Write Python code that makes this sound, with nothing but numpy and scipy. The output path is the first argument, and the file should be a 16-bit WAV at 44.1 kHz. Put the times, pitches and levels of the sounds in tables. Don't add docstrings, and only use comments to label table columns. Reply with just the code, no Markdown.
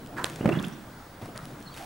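import sys
import numpy as np
from scipy import signal
from scipy.fft import rfft, irfft
from scipy.io import wavfile
from scipy.ndimage import uniform_filter1d

SR = 44100
rng = np.random.default_rng(int(sys.argv[2]) if len(sys.argv) > 2 else 0)


def int16_out(signal):
    q = np.round(np.clip(np.atleast_2d(signal).T, -1, 1) * 32767)
    wavfile.write(sys.argv[1], SR, q.astype(np.int16))


N = 81585
BAND_EDGE_HZ = 16100

# frequency in Hz, relative level in dB.
WIND_SPECTRUM = [(20, -15), (55, -1.5), (90, -6), (160, -2.5), (290, -3), (400, -12.5), (750, -9.5),
                 (1600, -15), (2600, -26), (3600, -25.5), (6500, -30.5), (11000, -32), (15000, -39.5)]
CHURN_SPECTRUM = [(25, -38.5), (70, -20.5), (120, 9.5), (200, 1.5), (300, 1.5), (420, -3.5), (650, -5),
                  (1000, -19), (3000, -37), (15000, -70)]
TICK_SPECTRUM = [(200, -27), (1400, -4.5), (2500, -0.5), (3800, -1.5), (5500, -4), (8000, -5),
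                 (11000, -5.5), (15000, -28)]
SCUFF_SPECTRUM = [(100, -12.5), (500, -19), (750, -11.5), (980, -2.5), (1300, -3.5), (1700, -5),
                  (2300, -16), (4000, -24.5), (9000, -30.5), (15000, -36.5)]
CLACK_SPECTRUM = [(100, 4), (500, 9.5), (900, -2), (1400, 2), (2200, -3.5), (3000, 2), (4100, 1.5),
                  (5400, -16), (6500, -16), (7500, -4.5), (9000, -8.5), (10000, -16.5), (13000, -23),
                  (15000, -38)]
SPRAY_SPECTRUM = [(100, -16), (400, -6.5), (720, 6.5), (1100, -2), (2000, -3), (4000, -7.5), (7000, -11.5),
                  (11000, -13.5), (15000, -23)]
CRUNCH_SPECTRUM = [(60, 5.5), (250, -14), (600, 4.5), (1000, -8.5), (1600, -10), (2600, -15), (4000, -30),
                   (8000, -36), (15000, -47)]
# frequency in Hz, correlation.
WIND_COHERENCE = [(30, 0.97), (200, 1), (400, 0.9), (800, 0.63), (1500, 0.66), (3000, 0.71), (8000, 0.91),
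                  (15000, 1)]
# start in seconds, level in dB, rise and fall in seconds, pan in dB.
FOOTING_CHURNS = [(.0, -48, 0.0037, 0.36, 1.5), (.13, -40, 0.029, 0.4, 0.5),
                  (.41, -31.5, 0.055, 0.073, -16.5), (1.211, -43.5, 0.007, 0.13, 1.5),
                  (1.35, -54, 0.043, 0.24, 5), (1.44, -45.5, 0.081, 0.089, 2)]
HOOF_SCUFFS = [(.162, -36.5, 0.021, 0.054, -3), (.246, -40, 0.015, 0.011, 6),
               (.505, -37.5, 0.018, 0.091, -1), (.635, -47.5, 0.0034, 0.014, -21),
               (1.210, -51.5, 0.024, 0.047, 4), (1.352, -45, .008, 0.032, 2),
               (1.388, -43, 0.0023, 0.006, 0)]
SAND_SPRAYS = [(.244, -45.5, 0.0049, 0.19, 1), (.59, -51, 0.043, 0.12, 0), (1.21, -51, 0.01, 0.063, 0),
               (1.36, -55.5, 0.067, 0.25, 1), (1.735, -44, 0.042, 0.12, 0)]
# start in seconds, level in dB, decay in seconds.
GRIT_TICKS = [(0.062, -44, 0.0014), (.0725, -39.5, 0.00056), (0.2552, -32, 0.0016), (.2650, -37, 0.0016),
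              (0.299, -33.5, 0.00086), (.3590, -37.5, 0.0025), (.5985, -38, 0.0011), (0.6267, -34, 0.0014),
              (.6500, -32.5, 0.00058), (0.6669, -40, 0.00099), (.6835, -34, 0.00032),
              (1.2567, -47.5, 0.0044), (1.3613, -37, 0.0004), (1.3717, -46, 0.0015), (1.3769, -25, 0.00035),
              (1.4545, -36, .0012), (1.604, -41.5, 0.00044), (1.6268, -36.5, 0.00043),
              (1.742, -37, 0.00079)]
# start in seconds, level in dB, tilt in dB/octave.
STONE_CLACKS = [(0.2409, -15, 13), (0.2435, 1, 1)]
# start in seconds,
# frequency and bandwidth in Hz, level in dB, rise and fall in seconds.
SCRAPE_MODES = [(.07, 706, 160, -47.5, 0.059, .04), (.165, 980, 190, -35, 0.033, .03),
                (.17, 1360, 330, -44.5, 0.023, 0.053), (.168, 1688, 270, -33.5, 0.015, 0.009),
                (1.76, 725, 170, -45.5, 0.051, .08)]
# start and length in seconds, level in dB, first and last pitch in Hz.
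SQUEAK_GLIDES = [(.406, 0.037, -50.5, 2800, 2930), (.521, 0.019, -34, 2750, 2620),
                 (.545, 0.039, -46.5, 2820, 2930), (.548, 0.072, -50, 3330, 3420),
                 (.589, 0.012, -36.5, 3555, 3360), (.641, 0.0077, -37.5, 2520, 3380),
                 (.644, 0.0133, -38, 3520, 2860), (.722, 0.042, -57.5, 5820, 5600)]
BIRD_GLIDES = [(1.650, 0.061, -52.5, 4330, 4246), (1.670, .024, -48.5, 4460, 3610),
               (1.690, 0.021, -55, 4120, 4040), (1.712, 0.049, -61, 3310, 3260),
               (1.712, 0.035, -53.5, 4560, 4500), (1.742, 0.017, -50.5, 3700, 3710)]
# start in seconds, level in dB, pitch in Hz, 60 dB decay time in seconds,
# crunch in dB relative to the blow, pan in dB.
HOOF_BLOWS = [(0.409, -9, 210, 0.0096, -24, -1), (0.4265, -26, 222, .025, -5.5, 3),
              (.4440, -19, 230, .025, -11, 2), (0.4565, -4, 170, 0.032, -11.5, -0.5),
              (0.4753, -12, 186.6, 0.029, -21, -19), (0.4897, -7, 288, .02, -10.5, 2.5),
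              (0.5114, -23, 334, 0.071, -20, -15.5), (0.5226, -31, 314, 0.028, -15, 3),
              (0.5716, -14.5, 161, 0.058, -21, -10), (0.5998, -22, 200, 0.051, -32, -12.5),
              (0.6436, -38, 193, 0.033, -33, 3), (0.6727, -22, 190, 0.036, -33, -2),
              (1.2140, -31.5, 240, .03, -5.5, 3), (1.2255, -22.5, 112, 0.042, -15, -1.5),
              (1.2453, -30, 148, .025, -14, 0), (1.256, -28.5, 147, 0.028, -11, 0),
              (1.2857, -30, 290, 0.03, -21, 0), (1.3539, -31, 161, 0.047, -6.5, -2),
              (1.429, -29.5, 129, 0.03, -16, 0), (1.4520, -38, 161, 0.076, -29, 3),
              (1.5024, -40, 323, 0.02, -5, -2), (1.6075, -23.5, 159, 0.013, -15.5, 0)]
# frequency in Hz, 60 dB decay time in seconds.
YARD_T60 = [(100, 0.41), (260, .75), (700, 0.26), (1800, 0.54), (8000, 0.32)]
# frequency in Hz, gain of the left-right difference in dB.
SAND_WIDTH = [(100, -36), (200, -39), (400, -18), (800, -7), (1500, -9.5), (6000, -18), (12000, -26)]
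CAMERA_WIDTH = [(100, -8), (7000, 5.5), (9500, -5.5), (12000, -10), (15000, -9)]


def amp(db):
    return 10 ** (np.asarray(db) / 20)


def unit_rms(x):
    return x / np.sqrt(np.mean(x ** 2) + 1e-20)


def read(points, hz):
    f, value = np.transpose(points)
    return np.interp(np.log(hz + 1), np.log(f), value)


def add(mix, start, sound, pan_db=0):
    part = mix[:, round(start * SR):][:, :sound.shape[-1]]
    part += amp([[pan_db / 2], [-pan_db / 2]]) * sound[..., :part.shape[1]]


def colour(x, points, size=2048):
    log_gain = np.log(amp(read(points, abs(np.fft.fftfreq(size, 1 / SR)))))
    taps = np.fft.ifft(np.exp(np.conj(signal.hilbert(log_gain)))).real[:size // 2]
    return signal.fftconvolve(x, taps / np.linalg.norm(taps))[:len(x)]


def shape(x, points):
    gain = amp(read(points, np.fft.rfftfreq(2 * len(x), 1 / SR)))
    return irfft(rfft(x, 2 * len(x)) * gain)[:len(x)]


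def widen(mid, side, width):
    return np.array([mid + width * side, mid - width * side]) / np.sqrt(1 + width ** 2)


def swell(t, rise, fall):
    return np.minimum(t / rise, 1) * np.exp(-np.maximum(t - rise, 0) / fall)


def wind():
    frames, hz = N // 256 + 5, np.fft.rfftfreq(1024, 1 / SR)
    a, b, c, d, patches = rng.standard_normal((frames, len(hz), 5)).T
    left, independent = a + 1j * b, c + 1j * d
    patches = uniform_filter1d(patches, size=8, axis=0)
    patch_db = 1.44 * unit_rms(uniform_filter1d(patches, size=12, axis=1))
    gust_db = 0.25 * unit_rms(uniform_filter1d(rng.standard_normal(frames), size=25))
    coherence = read(WIND_COHERENCE, hz)[:, None]
    right = coherence * left + np.sqrt(1 - coherence ** 2) * independent
    spectra = np.array([left, right]) * amp(read(WIND_SPECTRUM, hz)[:, None] + patch_db + gust_db)
    air = signal.istft(spectra, nperseg=1024, noverlap=768)[1][:, :N]
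    return amp(-46) * unit_rms(air)


def grains(n, per_second=9000, spread_db=3.5):
    size = amp(spread_db * np.minimum(rng.exponential(1, n), 4))
    return unit_rms(size * rng.standard_normal(n) * (rng.random(n) < per_second / SR))


def sand(rows, spectrum):
    out, t = np.zeros((2, N)), np.arange(SR) / SR
    for start, db, rise, fall, pan_db in rows:
        mid, side = (colour(grains(len(t)) * swell(t, rise, fall), spectrum) for _ in range(2))
        add(out, start, amp(db) * widen(mid, shape(side, SAND_WIDTH), 0.95) * np.sqrt(2), pan_db)
    return out


def stones(sweep_s=0.000887, scatter_s=0.00083):
    out, t = np.zeros((2, N)), np.arange(SR // 50) / SR
    for start, db, decay in GRIT_TICKS:
        burst = rng.standard_normal(len(t)) * np.exp(-t / decay)
        add(out, start, amp(db) * colour(burst, TICK_SPECTRUM))
    hz = np.fft.rfftfreq(len(t), 1 / SR)
    group_delay = sweep_s * (1 - hz / BAND_EDGE_HZ)
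    phase = -2 * np.pi * np.cumsum(group_delay) * hz[1]
    for start, db, tilt in STONE_CLACKS:
        snap = irfft(amp(read(CLACK_SPECTRUM, hz) + tilt * np.log2(hz + 1)) * np.exp(1j * phase))
        snap = snap / np.linalg.norm(snap) * (t < t[-1] / 2)
        scatter = colour(rng.standard_normal(len(t)) * np.exp(-t / scatter_s), TICK_SPECTRUM)
        add(out, start, amp(db) * widen(snap, scatter, amp(-26)), pan_db=-4)
    return out


def scrape():
    out, t = np.zeros((2, N)), np.arange(SR // 3) / SR
    for start, hz, bandwidth, db, rise, fall in SCRAPE_MODES:
        ring = np.sin(2 * np.pi * hz * t) * t * np.exp(-np.pi * bandwidth * t)
        rasps = (signal.fftconvolve(grains(2 * len(t)), ring, "valid") for _ in range(2))
        mid, side = (unit_rms(rasp[:len(t)]) for rasp in rasps)
        add(out, start, amp(db) * swell(t, rise, fall) * widen(mid, side, 0.15), pan_db=-3.7)
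    return out


def glides(rows, jitter, skew, pan_db):
    out, t = np.zeros((2, N)), np.arange(SR // 16) / SR
    for start, length, db, first_hz, last_hz in rows:
        progress = np.minimum(t / length, 1)
        wobble = unit_rms(uniform_filter1d(rng.standard_normal(len(t)), size=40))
        hz = (first_hz + (last_hz - first_hz) * progress) * (1 + jitter * wobble)
        tone = np.sqrt(2) * np.sin(2 * np.pi * np.cumsum(hz) / SR)
        envelope = np.sin(np.pi * progress ** skew) ** 2
        add(out, start, amp(db) * envelope * tone, pan_db)
    return out


def squeaks():
    return glides(SQUEAK_GLIDES, jitter=0.04, skew=0.42, pan_db=-3)


def hooves(bend=0.23, bend_s=0.0036, low_cut_hz=85):
    out, t = np.zeros((2, N)), np.arange(SR // 8) / SR
    attack = 1 - np.exp(-t / 0.00069)
    pressure = (1 - np.exp(-t / 0.00071)) * np.exp(-t / 0.0059)
    for start, db, hz, t60, crunch_db, pan_db in HOOF_BLOWS:
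        cycles = hz * (t + bend * bend_s * (1 - np.exp(-t / bend_s)))
        ground = np.sin(2 * np.pi * cycles) * attack * np.exp(-np.log(1000) * t / t60)
        mid, side = (colour(grains(len(t)) * pressure, CRUNCH_SPECTRUM) for _ in range(2))
        crunch = amp(crunch_db) * widen(mid, side, 0.12)
        add(out, start, amp(db) * (ground + crunch), pan_db)
    return signal.lfilter(*signal.butter(2, low_cut_hz, "high", fs=SR), out)


def yard(x, buildup_s=0.055):
    t = np.arange(SR) / SR
    echoes = rng.standard_normal((2, SR)) * (1 - np.exp(-t / buildup_s))
    hz, frame_s, spectra = signal.stft(echoes, SR, nperseg=256)
    fade = np.exp(-np.log(1000) * frame_s / read(YARD_T60, hz)[:, None])
    mid, side = signal.istft(spectra * fade, SR, nperseg=256)[1]
    bass_energy = np.sum((echoes[0] * np.exp(-np.log(1000) * t / YARD_T60[0][1])) ** 2)
    tail = widen(mid, side, 0.37) / np.sqrt(bass_energy)
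    return signal.fftconvolve(x, tail, axes=1)[:, :N]


def bird():
    return glides(BIRD_GLIDES, jitter=0.014, skew=0.71, pan_db=0)


def scene():
    footing = hooves() + scrape() + sand(HOOF_SCUFFS, SCUFF_SPECTRUM)
    footing += sand(SAND_SPRAYS, SPRAY_SPECTRUM) + sand(FOOTING_CHURNS, CHURN_SPECTRUM)
    direct = footing + squeaks() + bird()
    grit = stones()
    reflections = yard(amp(-11.5) * direct + amp(-20.5) * grit)
    return direct + grit + reflections + wind()


def record(dry, whine_hz=15625, whine_db=-63, pulse_hz=50):
    mid, side = dry.mean(0), shape((dry[0] - dry[1]) / 2, CAMERA_WIDTH)
    t = np.arange(N) / SR
    gate = (t * pulse_hz) % 1 > 0.18
    whine = amp(whine_db) * np.sqrt(2) * np.sin(2 * np.pi * whine_hz * t) * gate
    out = np.array([mid + side, mid - side]) + whine
    low_pass = signal.firwin(511, BAND_EDGE_HZ, window=("kaiser", 9), fs=SR)
    return signal.oaconvolve(out, low_pass[None], "same")


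dry = scene()
out = record(dry)
int16_out(out)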